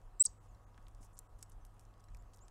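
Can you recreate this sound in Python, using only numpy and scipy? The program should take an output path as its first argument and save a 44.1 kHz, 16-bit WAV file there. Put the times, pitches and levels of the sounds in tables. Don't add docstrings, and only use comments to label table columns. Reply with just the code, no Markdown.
import sys
import numpy as np
from scipy import signal
from scipy.io import wavfile
from scipy.ndimage import uniform_filter1d

SR = 44100
rng = np.random.default_rng(int(sys.argv[2]) if len(sys.argv) > 2 else 0)


def ratio(d):
    e = np.asarray(d, float) / 20
    return 10 ** e


def master(y):
    cut = np.clip(np.atleast_2d(y).T, -1, 1)
    pcm = np.round(cut * 32767)
    wavfile.write(sys.argv[1], SR, pcm.astype(np.int16))


N = 110250
DROPOUT_FROM_S, DROPOUT_TO_S = 9981 / 44100, 11137 / 44100


def evened(x):
    return x / np.sqrt(np.mean(x ** 2) + 1e-20)


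def add(mix, start_s, sound):
    part = mix[round(start_s * SR):][:len(sound)]
    part += sound[:len(part)]


def received():
    t = np.arange(N) / SR
    return (t < DROPOUT_FROM_S) | (t >= DROPOUT_TO_S)


def resonate(x, hz, width_hz):
    turn = np.exp(2j * np.pi * hz * np.arange(len(x)) / SR)
    r = np.exp(-np.pi * width_hz / SR)
    return 2 * (turn * signal.lfilter([1 - r], [1, -r], x / turn)).real


def band(x, lo_hz, hi_hz):
    edges_hz = [lo_hz, min(hi_hz, SR * 0.45)]
    return signal.sosfilt(signal.butter(3, edges_hz, "band", fs=SR, output="sos"), x)


def ring(modes, tilt_db=0):
    t = np.arange(4000) / SR
    out = np.zeros(len(t))
    for hz, db, t60 in modes:
        fading = ratio(db + tilt_db * np.log2(hz / 8000) - 60 * t / t60)
        out += fading * np.sin(2 * np.pi * hz * t + rng.uniform(0, 1))
    return out


def burst(t60, lo_hz, hi_hz):
    t = np.arange(1500) / SR
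    click_and_puff = rng.standard_normal(len(t)) + 10 * (t == 0)
    x = band(click_and_puff * ratio(-60 * t / t60), lo_hz, hi_hz)
    return x / abs(x).max()


def yard(x, t60=0.38):
    t = np.arange(SR // 2) / SR
    swell = np.minimum(t / (0.03 * t60), 1)
    tail = rng.standard_normal(len(t)) * ratio(-60 * t / t60) * swell
    return signal.fftconvolve(x, tail / np.linalg.norm(tail))[:N]


def wash(shape, level_db, patchy_db):
    hz = np.fft.rfftfreq(1024, 1 / SR)
    a, b, patches = rng.standard_normal((N // 256 + 5, 513, 3)).T
    patches = uniform_filter1d(patches, size=12, axis=0)
    patches = evened(uniform_filter1d(patches, size=10, axis=1))
    shape_hz, shape_db = np.transpose(shape)
    db = np.interp(np.log(hz + 1), np.log(shape_hz), shape_db, left=-90, right=-90)
    spectrum = (a + 1j * b) * ratio(db[:, None] + patchy_db * patches)
    noise = signal.istft(spectrum, nperseg=1024, noverlap=768)[1][:N]
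    return ratio(level_db) * evened(noise)


# frequency in Hz, density in dB per Hz.
LOW_AIR = [(45, -8), (65, -3), (85, -8.5), (150, -10.5), (260, -16.5), (720, -16), (1150, -18),
           (2200, -34.5)]
# frequency in Hz, density in dB per Hz.
HISS_SHAPE = [(1060, -29), (1700, -4), (2100, -9), (2600, -4.5), (4530, -11.5), (7800, -9), (15000, -18.5),
              (16300, -23)]


def air():
    return wash(LOW_AIR, -69, patchy_db=0.5) + wash(HISS_SHAPE, -82, patchy_db=2.0)


# time in seconds, level in dB.
GUSTS = [(0, -60), (.06, -55), (.16, -62), (.27, -52), (.4, -60), (.55, -55.5), (.7, -61), (.85, -56),
         (1.02, -55), (1.12, -62), (1.36, -55), (1.48, -60), (1.6, -53), (1.72, -61), (2.05, -61),
         (2.15, -48), (2.3, -55), (2.5, -61.5)]


def wind():
    gust_s, gust_db = np.transpose(GUSTS)
    low = rng.standard_normal(N)
    for _ in range(2):
        low = resonate(low, 31, 22)
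    return evened(low) * ratio(np.interp(np.arange(N) / SR, gust_s, gust_db))


# frequency in Hz, level in dB, waver in Hz.
HUM_LINES = [(100.3, -66, 2.1), (711, -86, 10), (759, -85.5, 6.6), (976, -84, 8), (1115, -84, 3),
             (1253, -84.5, 8)]


def hum():
    out = np.zeros(N)
    for hz, db, waver_hz in HUM_LINES:
        drift = rng.standard_normal((2, N))
        level_drift, pitch_drift = evened(uniform_filter1d(drift, size=4000, axis=1))
        turns = 2 * np.pi * np.cumsum(hz + waver_hz * pitch_drift) / SR
        out += ratio(db + 3.5 + 1.5 * level_drift) * np.sin(turns)
    return out


# start in seconds, peak level in dB, low knock in dB, high snap in dB (both
BEAK_TICKS = [(0.0152, -66, -8, -12), (0.7445, -73, 10, -11), (0.7773, -58.5, -2, -10),
              (0.8270, -66, -20, -4), (0.8687, -72, -7, -13), (0.8827, -56, -6, -3),
              (0.9482, -56.5, -15, -7), (1.0285, -54, -16, -18), (1.0500, -64, -15, -10),
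              (1.1694, -55, -19, -20), (1.174, -53.5, -16, -20), (1.187, -67, -16, -8),
              (1.3885, -66, -15, -4), (1.3906, -58, -10, -11), (1.5189, -53, -24, -25),
              (1.6503, -52.5, -10, 0.5), (1.6654, -66, -13, -16), (1.7666, -71, -9, -8),
              (1.7946, -52, -14, -5), (1.8104, -59, -18, -7),
              (1.8515, -57.5, -23, -24), (1.9395, -68, -4, -10), (1.9794, -68, -12, -17),
               (2.005, -59.5, -13, -19), (2.1014, -66, -17, -16), (2.1194, -70, 0, -3),
               (2.1467, -50.5, -12, -6), (2.1703, -58, -13, -16.5), (2.2235, -62.5, -21, -4),
               (2.334, -58, -4, -15.5), (2.372, -57, -12, -14), (2.3837, -62, -14, -2),
               (2.3904, -62, -12, -15), (2.4818, -50.5, -8.5, -13)]


def ticks():
    out = np.zeros(N)
    for start, db, knock_db, snap_db in BEAK_TICKS:
        x = ratio(knock_db) * burst(0.019, 1300, 3900)
        x += burst(0.019, 4880, 9000)
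        x += ratio(snap_db) * burst(0.012, 9400, 13000)
        add(out, start + 0.00052, ratio(db) * x)
    return out


# start in seconds, length in seconds, level in dB, first pitch in Hz, last pitch in Hz.
FAR_CALLS = [
    (0.048, 0.018, -93, 9800, 9000),
    (0.482, .014, -84, 6400, 7310),
    (.5, .022, -87, 7390, 6020),
    (2.185, 0.025, -82, 6520, 7660),
    (2.406, .036, -72.5, 6400, 7970),
    (2.444, .012, -85, 7400, 4600),
    (1.608, .011, -83, 6100, 6100),
]


def far_calls():
    out = np.zeros(N)
    for start, length, db, start_hz, end_hz in FAR_CALLS:
        u = np.arange(0, 1, 1 / (length * SR))
        pitch_hz = start_hz + (end_hz - start_hz) * u ** 0.752
        whistle = np.sin(2 * np.pi * np.cumsum(pitch_hz) / SR)
        add(out, start, ratio(db + 3.0) * np.sin(np.pi * u) ** 0.5 * whistle)
    branches = ratio(3) * yard(out, 0.085)
    return out + branches + ratio(-12.5) * yard(out)


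# time in seconds, pitch in Hz, level in dB.
CALL_RISE = [
    (.193, 7116, -76),
    (0.1969, 7304, -57),
    (0.1971, 7402, -40),
    (0.2006, 7463, -37),
    (.206, 7620, -23),
    (0.2091, 7800, -24),
    (.216, 7970, -22.5),
    (0.2268, 8122, -29),
]
# time in seconds, pitch in Hz, level in dB.
CALL_FALL = [
    (0.252, 8030, -27),
    (0.256, 8220, -30.5),
    (0.26, 7810, -28.5),
    (.261, 6960, -34),
    (0.2638, 5010, -37),
    (.266, 4530, -49),
    (0.2695, 4400, -53),
    (.2712, 4200, -75),
]
# delay in seconds, level in dB.
SLAPS = [(.0045, -25), (.008, -26), (0.011, -38.5), (.036, -44.5)]


def near_call():
    t = np.arange(N) / SR
    call_s, call_hz, call_db = np.transpose(CALL_RISE + CALL_FALL)
    keep = received()
    pitch_hz = uniform_filter1d(np.interp(t, call_s, call_hz)[keep], size=30)
    level_db = uniform_filter1d(np.interp(t, call_s, call_db, left=-130, right=-130)[keep], size=30)
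    turns = 2 * np.pi * np.cumsum(pitch_hz) / SR
    x = ratio(level_db + 4) * (np.sin(turns) + ratio(-35) * np.sin(2 * turns))
    wet = ratio(-40.5) * yard(x)[:len(x)]
    for delay, db in SLAPS:
        wet += ratio(db) * np.roll(x, round(delay * SR))
    out = np.zeros(N)
    out[keep] = x + wet
    return out


def smear():
    u = np.clip((np.arange(N) / SR - 0.236) / 0.038, 0, 1)
    a, b = rng.standard_normal((2, N))
    noise = evened(band(a, 3900, 9500)) + ratio(-13) * evened(band(b, 9500, 15500))
    return ratio(-62) * np.sin(np.pi * u) * noise


def noise_puff():
    u = np.arange(0, 1, 1 / (0.017 * SR))
    rough_noise = evened(band(band(rng.standard_normal(len(u)), 4600, 8500), 4203, 9700))
    out = np.zeros(N)
    add(out, 0.259, ratio(-48) * np.sin(np.pi * u ** 0.53) * rough_noise)
    return out + ratio(-13.5) * yard(out, 0.22)


# start in seconds, length in seconds, level in dB, centre in Hz.
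SEED_SCUFFS = [(0.419, 0.058, -80.5, 6990), (1.006, 0.043, -70, 7600), (1.035, 0.036, -71, 7500),
               (1.128, .033, -73, 8000), (1.168, 0.039, -86, 7500), (1.385, 0.014, -74, 8000),
               (1.404, 0.015, -72, 6970), (1.495, .009, -68, 8800), (1.51, .025, -76, 7500),
               (1.651, 0.024, -78, 8500), (1.738, 0.012, -82, 8070), (1.796, 0.016, -75, 8000),
               (1.815, .03, -81, 8000), (1.997, .01, -76, 7000), (2.334, 0.019, -67, 6800),
               (2.359, 0.0076, -70, 8500)]


def scuffs():
    grains_per_s, spread_db, width = 9000, 2.6, 0.45
    out = np.zeros(N)
    for start, length, db, hz in SEED_SCUFFS:
        a, b, c = rng.random((4000, 3)).T
        grain_level = ratio(-spread_db * np.log(b + 0.012))
        grains = (a < grains_per_s / SR) * grain_level * np.sign(c - 0.5)
        rustle = band(grains, hz / (1 + width), hz * (1 + width))
        rustle += ratio(-11) * band(grains, 3000, 15800)
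        u = np.clip(np.arange(4000) / (length * SR), 0, 1)
        add(out, start, ratio(db) * np.sin(np.pi * u) ** 0.5 * evened(rustle))
    return out


# frequency in Hz, level in dB, t60 in seconds.
PERCH_MODES = [(4030, -1, 0.038), (5600, 3, 0.017), (7200, 1, 0.014), (9500, -11, .02)]
# start in seconds, level in dB.
PERCH_PECKS = [
    (.548, -72),
    (2.041, -73),
    (2.0853, -69.5),
]


def perch():
    out = np.zeros(N)
    for start, db in PERCH_PECKS:
        add(out, start, ratio(db) * band(ring(PERCH_MODES), 3000, 11000))
    return out


# start in seconds, peak level in dB, pitch in Hz, t60 in seconds.
TRAY_KNOCKS = [(.745, -65, 3200, .018), (.782, -62, 190, .12), (1.0, -59, 260, .05),
               (1.031, -66, 2400, .04), (0.7773, -57.5, 1480, 0.04), (.778, -59, 2250, 0.04),
               (0.868, -55, 3350, 0.019), (1.4274, -56.5, 2120, .02), (1.94, -64, 3960, 0.016),
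               (2.085, -62, 1600, 0.028), (2.148, -57, 2360, 0.02), (2.391, -61, 4400, .02)]


def knocks():
    out = np.zeros(N)
    for start, db, hz, t60 in TRAY_KNOCKS:
        add(out, start, ratio(db) * burst(t60, hz / 1.43, hz * 1.24))
    return out


# start in seconds, peak level in dB, pitch in Hz, t60 in seconds.
SEED_CLICKS = [(1.0138, -64, 7500, .008), (1.0323, -55, 6970, 0.0086), (1.0363, -57, 9000, 0.0057),
               (1.0473, -54, 12000, .003), (1.061, -62, 6500, .008), (1.0685, -65, 5500, .006),
               (1.1728, -57.5, 7200, .006), (1.1793, -56, 7500, .006), (1.1806, -49, 6160, .008),
               (1.1838, -61, 9500, .008), (1.3863, -64, 11000, .004), (1.3945, -65, 8500, 0.0056),
               (1.4228, -59, 8500, .01), (1.4247, -60, 7500, .008), (2.1375, -70, 7500, 0.0066),
               (2.1692, -58.5, 11500, .005), (2.3695, -64, 12000, .005), (2.3732, -62, 10500, .006),
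               (0.871, -68, 2110, .015), (.9125, -68, 7500, .015), (1.4615, -68, 5400, .012),
               (1.4985, -60, 10000, .008), (.752, -72, 6000, .03), (1.6535, -62, 10000, .008),
               (1.6665, -65, 6500, .008), (1.7815, -71, 8000, .005), (1.909, -71, 9000, .01),
               (1.9965, -68, 5500, .006), (.869, -69, 5750, 0.011)]


def seeds():
    out = np.zeros(N)
    for start, db, hz, t60 in SEED_CLICKS:
        add(out, start, ratio(db) * burst(t60, hz / 1.2, hz * 1.2))
    return out


# frequency in Hz, level in dB, t60 in seconds.
HUSK_MODES = [(6100, -17, 0.016), (7500, 1, 0.015), (9220, 3.5, 0.0092), (11000, -14, 0.014),
              (12900, -20, 0.011)]


def husk():
    start, db, bounce_s, bounce_db = 1.1901, -45.5, 0.0046, -12
    out = np.zeros(N)
    add(out, start, ratio(db) * band(ring(HUSK_MODES), 6200, 16500))
    add(out, start, ratio(db + 6) * burst(0.014, 4900, 13500))
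    add(out, start + bounce_s, ratio(db + bounce_db) * band(ring(HUSK_MODES), 5000, 16500))
    return out


# frequency in Hz, level in dB, t60 in seconds.
TUBE_MODES = [(5500, -2, .012), (5680, -7, .025), (6500, -14, .03), (7950, -1, 0.046), (9500, -17, .025),
              (10860, -10, .022), (11190, -11, .03), (11400, -11, .025), (12730, -14, 0.026),
              (14720, -20, .035)]
# start in seconds, level in dB, brightness in dB per octave, crack in dB.
TUBE_PECKS = [
    (1.4272, -51, -2.5, 17),
    (2.0404, -65.5, 0, -10),
]


def tube():
    out = np.zeros(N)
    for start, db, tilt_db, crack_db in TUBE_PECKS:
        x = ring(TUBE_MODES, tilt_db)
        x[:1500] += ratio(crack_db) * burst(0.028, 4700, 10600)
        add(out, start, ratio(db) * x)
    return out


def scene():
    background = air() + wind() + hum()
    pecks = ticks() + scuffs() + perch() + knocks() + seeds() + husk() + tube()
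    calls = far_calls() + near_call() + noise_puff()
    return (background + calls + pecks + ratio(-26.5) * yard(pecks))[None]


# centre in seconds, length in seconds.
STARVED_FRAMES = [
    (0.395, 0.013),
    (0.657, .016),
    (1.145, .02),
    (1.283, .016),
]


def stream(dry):
    hz, t, z = signal.stft(dry, SR, nperseg=512, noverlap=384)
    in_frame = sum(abs(t - s) < length / 2 for s, length in STARVED_FRAMES)
    starved = in_frame * (hz[:, None] > 2000) > 0
    level = uniform_filter1d(abs(z), size=13, axis=2)
    weak = level < ratio(2.2) * uniform_filter1d(level, size=90, axis=1)
    gain = np.where(starved & weak, ratio(-20), 1) * (hz[:, None] < 15850)
    return signal.istft(z * gain, SR, nperseg=512, noverlap=384)[1][:, :N]


def roll_off(x):
    return signal.sosfilt(signal.butter(12, 16470, fs=SR, output="sos"), x)


def record(dry):
    mix = stream(dry) * received() + smear()
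    return roll_off(mix)


dry = scene()
out = record(dry)
master(out)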